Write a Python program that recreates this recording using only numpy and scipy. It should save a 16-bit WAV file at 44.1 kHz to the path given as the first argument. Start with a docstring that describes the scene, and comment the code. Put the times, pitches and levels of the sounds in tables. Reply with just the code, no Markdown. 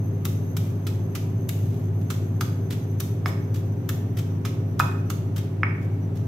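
"""Appliance motors hum and beat under soft fan noise, with a faint hissing whistle that sinks in pitch and fades.
Then a stone pestle pounds moist spices in a stone mortar on a kitchen counter, about three strokes a second.
Firm strokes crunch, knock through the paste and rebound; gentle presses only squash and slip; three times bare
stone clacks; a hand rustles in a bowl of greens at the end. The hum is beating sines, crunch and rustle are clustered
snaps, each knock is a band-limited blow coloured by the mortar's modes; the hard room rings briefly after them."""
import sys
import numpy as np
from scipy import signal
from scipy.fft import rfft, irfft
from scipy.io import wavfile

SR = 44100
rng = np.random.default_rng(int(sys.argv[2]) if len(sys.argv) > 2 else 0)


def file_out(sig):
    """Save sig as 16-bit WAV at sys.argv[1]."""
    # one column per channel
    cols = np.atleast_2d(sig).T
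    # limit, then scale
    lim = np.clip(cols, -1, 1)
    pcm = np.round(lim * 32767).astype(np.int16)
    wavfile.write(sys.argv[1], SR, pcm)


N = 276507
TIME = np.arange(N) / SR

# mains hum and slipping motors: [f/Hz, rms level/dB]
HUM_LINES = [(99.93, -27.6), (102.9, -41), (111.9, -43), (114.8, -34), (122.2, -45), (131.3, -46),
             (155.1, -35.5), (167, -49), (178.9, -43), (199.86, -45), (202.8, -50), (235.6, -50),
             (250.6, -43), (286.4, -46), (357.9, -53), (381.8, -50), (399.75, -50), (405.7, -54),
             (524.7, -58), (663, -62)]
# spectrum of fan rumble and air, before its overall level is set: [f/Hz, relative density/dB]
AIR_SPECTRUM = [(25, -30), (55, -24), (88, -20), (102, 2.5), (140, -6), (210, -13.5), (280, -10),
                (405, -11.5), (450, -18.5), (750, -25), (1300, -34), (2400, -41), (4500, -51.5),
                (10500, -57.5), (15500, -59)]
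# likeness of the two channels in the fan noise: [f/Hz, likeness/0-1]
CHANNEL_LIKENESS = [(30, 0.94), (110, 0.95), (250, 0.69), (500, 0.64), (1200, 0), (5000, 0), (15000, 0)]
# path of the faint whistle: [t/s, f/Hz, relative level/dB]
WHISTLE_PATH = [(0, 6200, 0.5), (2.3, 6270, -1), (3, 6170, 0), (4, 5970, -1.5), (4.8, 5930, -5),
                (6.27, 5930, -8.5)]
# firm strokes: [t/s, crunch level before trim/dB, time the spices take to give way/s, knock level/dB,
# knock centre f/Hz, level of the thud into the counter/dB]
FIRM_STROKES = [(.254, -22, .0032, -16.5, 1180, -36), (.5686, -29, 0.0067, -19, 1300, -28),
                (.869, -31.5, .011, -20.5, 1370, -31), (1.1525, -29, 0.011, -25, 1310, -39),
                (1.4922, -24, .0035, -22, 2140, -48), (2.1035, -28.5, 0.0099, -14, 1310, -50),
                (2.410, -25.5, .0075, -5, 1340, -27.5), (3.0036, -23.5, 0.004, -16, 1420, -30),
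                (3.2595, -36.5, .017, -8.5, 770, -37), (3.892, -25.5, 0.0047, -11.5, 1640, -27),
                (4.4512, -30.5, .015, -13.5, 1230, -40), (4.7955, -23.5, 0.0082, -7, 1420, -25),
                (5.102, -28, 0.0064, -11, 1190, -46)]
# gentle presses that do not reach the stone: [t/s, crunch level before trim/dB]
GENTLE_PRESSES = [(2.708, -33.5), (3.544, -39), (4.172, -34.5), (5.3645, -35)]
# spectrum of crushed fibres and juice: [f/Hz, relative level/dB]
CRUNCH_SPECTRUM = [(300, -27), (800, -14), (1200, 4), (1800, 0), (2600, 2.5), (3450, 3.5), (4200, -1),
                   (6100, 2), (8500, -4), (10800, -6), (12200, 2.5), (14000, -5.5), (15500, -6.5),
                   (16500, -12)]
# modes of the mortar on its cloth: [f/Hz, width/Hz, level over the dull body of the stone/dB]
MORTAR_MODES = [(690, 240, 2.5), (1150, 55, 8), (1298, 47, 11.5), (1440, 16, 6), (1660, 360, 2),
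                (2214, 103, 10), (3380, 140, 5.5)]
# bare stone meets stone: [t/s, energy level/dB, lower edge f/Hz, upper edge f/Hz, rebound level/dB]
STONE_CLACKS = [(3.2592, 0, 560, 2090, -10.5), (4.7994, 11, 1190, 1485, -6), (5.6327, 7.5, 1350, 2250, -18)]
# decay of the kitchen: [f/Hz, t60/s]
KITCHEN_T60 = [(150, 1), (600, 0.55), (1500, 0.62), (4200, 0.5), (11000, 0.5), (16000, 0.3)]
# loudness of the kitchen's tail: [f/Hz, level/dB]
KITCHEN_LEVEL = [(150, 15), (700, 2.5), (1300, -6.5), (2300, -1.5), (5000, -2.5), (12000, -5), (16000, -4)]
# rubs through the spices, a single fibre snap at 2.012 s, and late rustles of a hand in a bowl of greens:
# [start t/s, length/s, level before flutter/dB]
RUBS_AND_RUSTLES = [(.61, .11, -59.5), (1.525, 0.26, -59.5), (2.012, 0.0097, -49.5), (3.27, 0.035, -47.5),
                    (5.812, .045, -61), (6.153, 0.021, -49.5)]
# pestle or rim rings on after a glancing blow: [t/s, f/Hz, starting level before the soft onset/dB, t60/s]
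RINGING_MODES = [(3.2584, 5170, -26, 0.02), (4.8060, 2503, -22.5, 0.05), (5.633, 5170, -40, 0.027),
                 (5.6328, 2290, -27, .06)]
# colour of the two microphone ports: [f/Hz, left minus right level/dB]
PORT_BALANCE = [(100, .5), (700, 0), (1250, -3.5), (2200, 0), (3500, .5), (4700, -2), (6000, -5),
                (7700, -5), (9300, -1), (10800, 7), (12300, 12), (14000, 11), (15500, 8)]

# a thick cushion of spices gives way slowly and sounds duller than a thin one
USUAL_GIVE_S, USUAL_RISE_S, RISE_EXPONENT = 0.0078, 0.0016, -0.2
USUAL_TILT_DB, DULLING_DB = -0.43, 2  # treble tilt per octave, and its loss for each doubling of the give
PRESS_RISE_S, PRESS_GIVE_S, PRESS_TILT_DB = 0.0023, 0.011, -1.6
SLIP_S, SLIP_DB = 0.0165, -2  # the pestle slips off the first piece on to the next
# knock through the paste: ratio of its band edges to its centre; then the pestle's own higher click
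KNOCK_SPREAD, CLICK_DB, CLICK_LOW_HZ, CLICK_HIGH_HZ = 1.11, -8, 2400, 4220
REBOUND_S, REBOUND_DB = 0.0073, -0.5  # the pestle rebounds and lands again
ATTACK_S, RELEASE_SHARE = 0.0026, 0.25  # a longer rub or rustle also dies away more slowly


def amp(db):
    """Turns decibels into gain."""
    return 10 ** (np.asarray(db) / 20)


def unit(x):
    """Scales to rms 1."""
    return x / np.sqrt(np.mean(x ** 2) + 1e-20)


def read(points, hz):
    """Reads a table on a log-frequency axis."""
    f, value = np.transpose(points)
    return np.interp(np.log(hz + 1), np.log(f + 1), value)


def add(mix, s, sound):
    """Mixes a sound in at time s."""
    part = mix[..., max(round(s * SR), 0):][..., :sound.shape[-1]]
    part += sound[..., :part.shape[-1]]


def colour(x, points, tilt_db=0, size=2048):
    """Minimum-phase filter of unit energy with the given spectrum, tilted per octave about 5 kHz."""
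    hz = np.fft.rfftfreq(size, 1 / SR)
    level_db = read(points, hz) + tilt_db * np.log2((hz + 200) / 5000)
    # folding the cepstrum on to positive time makes the filter causal
    cepstrum = irfft(np.log(amp(level_db)))
    cepstrum[1:size // 2] *= 2
    cepstrum[size // 2 + 1:] = 0
    taps = irfft(np.exp(rfft(cepstrum)))
    taps = taps[None] / np.linalg.norm(taps)
    return signal.fftconvolve(x, taps, axes=1)[:, :x.shape[1]]


def drift(per_s):
    """Smooth random movement of rms 1: noise with a Gaussian low-pass."""
    hz = np.fft.rfftfreq(N, 1 / SR)
    noise = rfft(rng.standard_normal(N))
    return unit(irfft(noise * np.exp(-(hz / per_s) ** 2), N))


def grains(length, per_s, spread_db, shared):
    """Tiny snaps of uneven size, partly alike at the two ports."""
    size = amp(spread_db * np.minimum(rng.exponential(1, (3, length)), 3))
    sign = rng.choice([-1, 1], (3, length))
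    snaps = size * sign * (rng.random((3, length)) < per_s / SR)
    shared = np.clip(shared, 0, 1)
    return unit(np.sqrt(shared) * snaps[0] + np.sqrt(1 - shared) * snaps[1:])


def hum(waver=0.073, wander=0.09):
    """Close motor lines beat against the mains hum, each wavering in level and phase (rad)."""
    out, coarse = np.zeros(N), np.linspace(0, TIME[-1], 20)
    for hz, db in HUM_LINES:
        level, phase = (np.interp(TIME, coarse, rng.standard_normal(len(coarse))) for _ in range(2))
        tone = np.sin(2 * np.pi * (hz * TIME + rng.random()) + wander * phase)
        out += amp(db) * (1 + waver * level) * tone
    return np.sqrt(2) * out  # rms levels to peaks


def air(level_db=-34):
    """Fan noise: the bass is shared by both ports, the treble is diffuse."""
    hz = np.fft.rfftfreq(N, 1 / SR)
    left, other = rfft(rng.standard_normal((2, N)))
    same = np.clip(read(CHANNEL_LIKENESS, hz), 0, 1)
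    right = same * left + np.sqrt(1 - same ** 2) * other
    noise = irfft(np.array([left, right]) * amp(read(AIR_SPECTRUM, hz)), N)
    return amp(level_db) * unit(noise)


def whistle(first_db=-64, octave_db=-66, width_hz=145, flutter_db=2.5, flutter_hz=18):
    """A fuzzy, fluttering whistle and its octave, as from a gas jet: tones smeared by random modulation."""
    s, hz, level_db = np.transpose(WHISTLE_PATH)
    turns = np.cumsum(np.interp(TIME, s, hz)) / SR
    out = np.zeros((2, N))
    for k, db in enumerate([first_db, octave_db], 1):
        for side in out:
            fuzz = drift(width_hz * k) + 1j * drift(width_hz * k)
            side += amp(db) * (fuzz * np.exp(2j * np.pi * k * turns)).real
    return out * amp(np.interp(TIME, s, level_db) + flutter_db * drift(flutter_hz))


def squashes():
    """Every time the spices give way: (t/s, level/dB, rise/s, decay/s, treble tilt/dB per octave)."""
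    rows = []
    for s, db, give_s, *_ in FIRM_STROKES:
        cushion = give_s / USUAL_GIVE_S
        rise_s = USUAL_RISE_S * cushion ** RISE_EXPONENT
        tilt_db = USUAL_TILT_DB - DULLING_DB * np.log2(cushion)
        rows.append((s, db, rise_s, give_s, tilt_db))
    for s, db in GENTLE_PRESSES:
        for delay, slip_db in [(0, 0), (SLIP_S, SLIP_DB)]:
            rows.append((s + delay, db + slip_db, PRESS_RISE_S, PRESS_GIVE_S, PRESS_TILT_DB))
    return rows


def crunches(trim_db=-3.0, squish_db=-24, squish_s=0.039, patchy_db=0.7):
    """Fibres snap as the pestle sinks in; juice fizzes on for a moment."""
    out, t = np.zeros((2, N)), np.arange(-SR // 40, SR // 4) / SR
    hz = np.linspace(300, 16500, 56)
    for s, db, rise, decay, tilt_db in squashes():
        press = np.exp(-np.where(t < 0, -t / rise, t / decay))
        squish = amp(squish_db) * (t > 0) * np.exp(-abs(t) / squish_s)
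        snaps = grains(len(t), per_s=5500, spread_db=5.5, shared=0.52)
        # air pockets differ with every squash
        pockets = read(CRUNCH_SPECTRUM, hz) + patchy_db * rng.standard_normal(len(hz))
        crunch = colour(snaps * (press + squish), np.c_[hz, pockets], tilt_db)
        add(out, s + t[0], amp(db) * crunch)
    return amp(trim_db) * out


def contacts():
    """Every time the pestle reaches the mortar, rebounds included: (t/s, level/dB, lower f/Hz, upper f/Hz)."""
    blows = [(s, db, hz / KNOCK_SPREAD, hz * KNOCK_SPREAD, REBOUND_DB) for s, _, _, db, hz, _ in FIRM_STROKES]
    rows = [(s, db + CLICK_DB, CLICK_LOW_HZ, CLICK_HIGH_HZ) for s, db, *_ in blows]
    for s, db, low_hz, high_hz, rebound_db in blows + list(STONE_CLACKS):
        rows.append((s, db, low_hz, high_hz))
        rows.append((s + REBOUND_S, db + rebound_db, low_hz, high_hz))
    return rows


def knocks(low_slope=3.22, high_slope=8, scatter_db=-9, scatter_s=0.0035):
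    """Place and hardness of each contact set the band in which the mortar's modes are struck."""
    out, t = np.zeros((2, N)), np.arange(SR // 10) / SR
    hz = np.geomspace(60, SR / 2, 900)
    body = 1 + sum(amp(db) ** 2 / (1 + (2 * (hz - f) / width) ** 2) for f, width, db in MORTAR_MODES)
    for s, db, low_hz, high_hz in contacts():
        blow = 1 / (1 + (low_hz / hz) ** (2 * low_slope)) / (1 + (hz / high_hz) ** (2 * high_slope))
        spectrum = np.c_[hz, 10 * np.log10(body * blow + 1e-7)]
        direct = colour(signal.unit_impulse((1, len(t)), (0, 0)), spectrum)
        # hands, counter and dishes throw the knock back within milliseconds, differently to each port
        burst = rng.standard_normal((2, len(t))) * t * np.exp(-2 * t / scatter_s)
        scatter = colour(burst, spectrum)
        scatter *= amp(scatter_db) / np.linalg.norm(scatter, axis=1, keepdims=True)
        add(out, s, amp(db) * (direct + scatter) / np.hypot(1, amp(scatter_db)))
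    return out


def thuds(low_hz=85, high_hz=145, energy_decay_s=0.021):
    """Each firm stroke pushes through the cloth into the counter, which booms softly: decaying bass noise."""
    push, t = np.zeros(N), np.arange(SR // 3) / SR
    band = signal.butter(3, [low_hz, high_hz], "band", fs=SR, output="sos")
    for s, *_, thud_db in FIRM_STROKES:
        noise = rng.standard_normal(len(t)) * np.exp(-t / (2 * energy_decay_s))
        add(push, s, amp(thud_db) * noise)
    return signal.sosfilt(band, push) * np.sqrt(SR / (high_hz - low_hz))  # makes up for the narrow band


def kitchen(x, build_s=0.0014):
    """Dense reflections from tiles and counter, each band dying at its own speed."""
    length = SR * 2 // 3
    taps = rng.choice([-1., 1.], (2, length)) * (rng.random((2, length)) < 0.2)
    hz, t, bands = signal.stft(taps, SR, nperseg=256)
    t60 = read(KITCHEN_T60, hz)[:, None]
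    fade = amp(read(KITCHEN_LEVEL, hz)[:, None] - 60 * t / t60)
    fade *= np.sqrt(2 * np.log(1000) / t60)  # level then sets the energy of the tail, however long it lasts
    tail = signal.istft(bands * fade, SR, nperseg=256)[1][:, :length]
    tail /= np.sqrt(SR * np.mean(taps ** 2))
    tail *= 1 - np.exp(-(TIME[:length] / build_s) ** 2)
    return signal.fftconvolve(x, tail, axes=1)[:, :N]


def rubs_and_rustles(clump_db=2.5, clump_hz=35):
    """Rubs through the spices, one fibre snap and late rustles in the greens: sparse snaps that clump."""
    snaps = colour(grains(N, per_s=830, spread_db=6.5, shared=0.19), CRUNCH_SPECTRUM, tilt_db=-0.2)
    envelope = np.zeros(N)
    for s, length, db in RUBS_AND_RUSTLES:
        attack = np.clip((TIME - s) / ATTACK_S, 0, 1)
        release = np.exp(-np.maximum(TIME - s - length, 0) / (RELEASE_SHARE * length))
        envelope += amp(db) * attack * release
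    return snaps * envelope * amp(clump_db * drift(clump_hz))


def pings(onset_s=0.00043):
    """Single stone modes outlast the blow: decaying sines with a soft onset."""
    out, t = np.zeros(N), np.arange(SR // 5) / SR
    onset = 1 - np.exp(-t / onset_s)
    for s, hz, db, t60 in RINGING_MODES:
        add(out, s, onset * np.sin(2 * np.pi * hz * t) * amp(db - 60 * t / t60))
    return out


def scene():
    """The pounding and rustling in their room, over the hum of the kitchen."""
    background = hum() + air() + whistle()
    handwork = crunches() + knocks() + rubs_and_rustles() + pings()
    return background + handwork + thuds() + kitchen(handwork)


def record(dry, edge_hz=15800):
    """Each microphone port has its own colour; then a low-pass sets the band limit."""
    hz = np.fft.rfftfreq(N, 1 / SR)
    balance = amp(np.outer([0.5, -0.5], read(PORT_BALANCE, hz)))
    ported = irfft(rfft(dry) * balance, N)
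    lowpass = signal.firwin(401, edge_hz, window=("kaiser", 9), fs=SR)
    return signal.oaconvolve(ported, lowpass[None], "same")


dry = scene()
out = record(dry)
file_out(out)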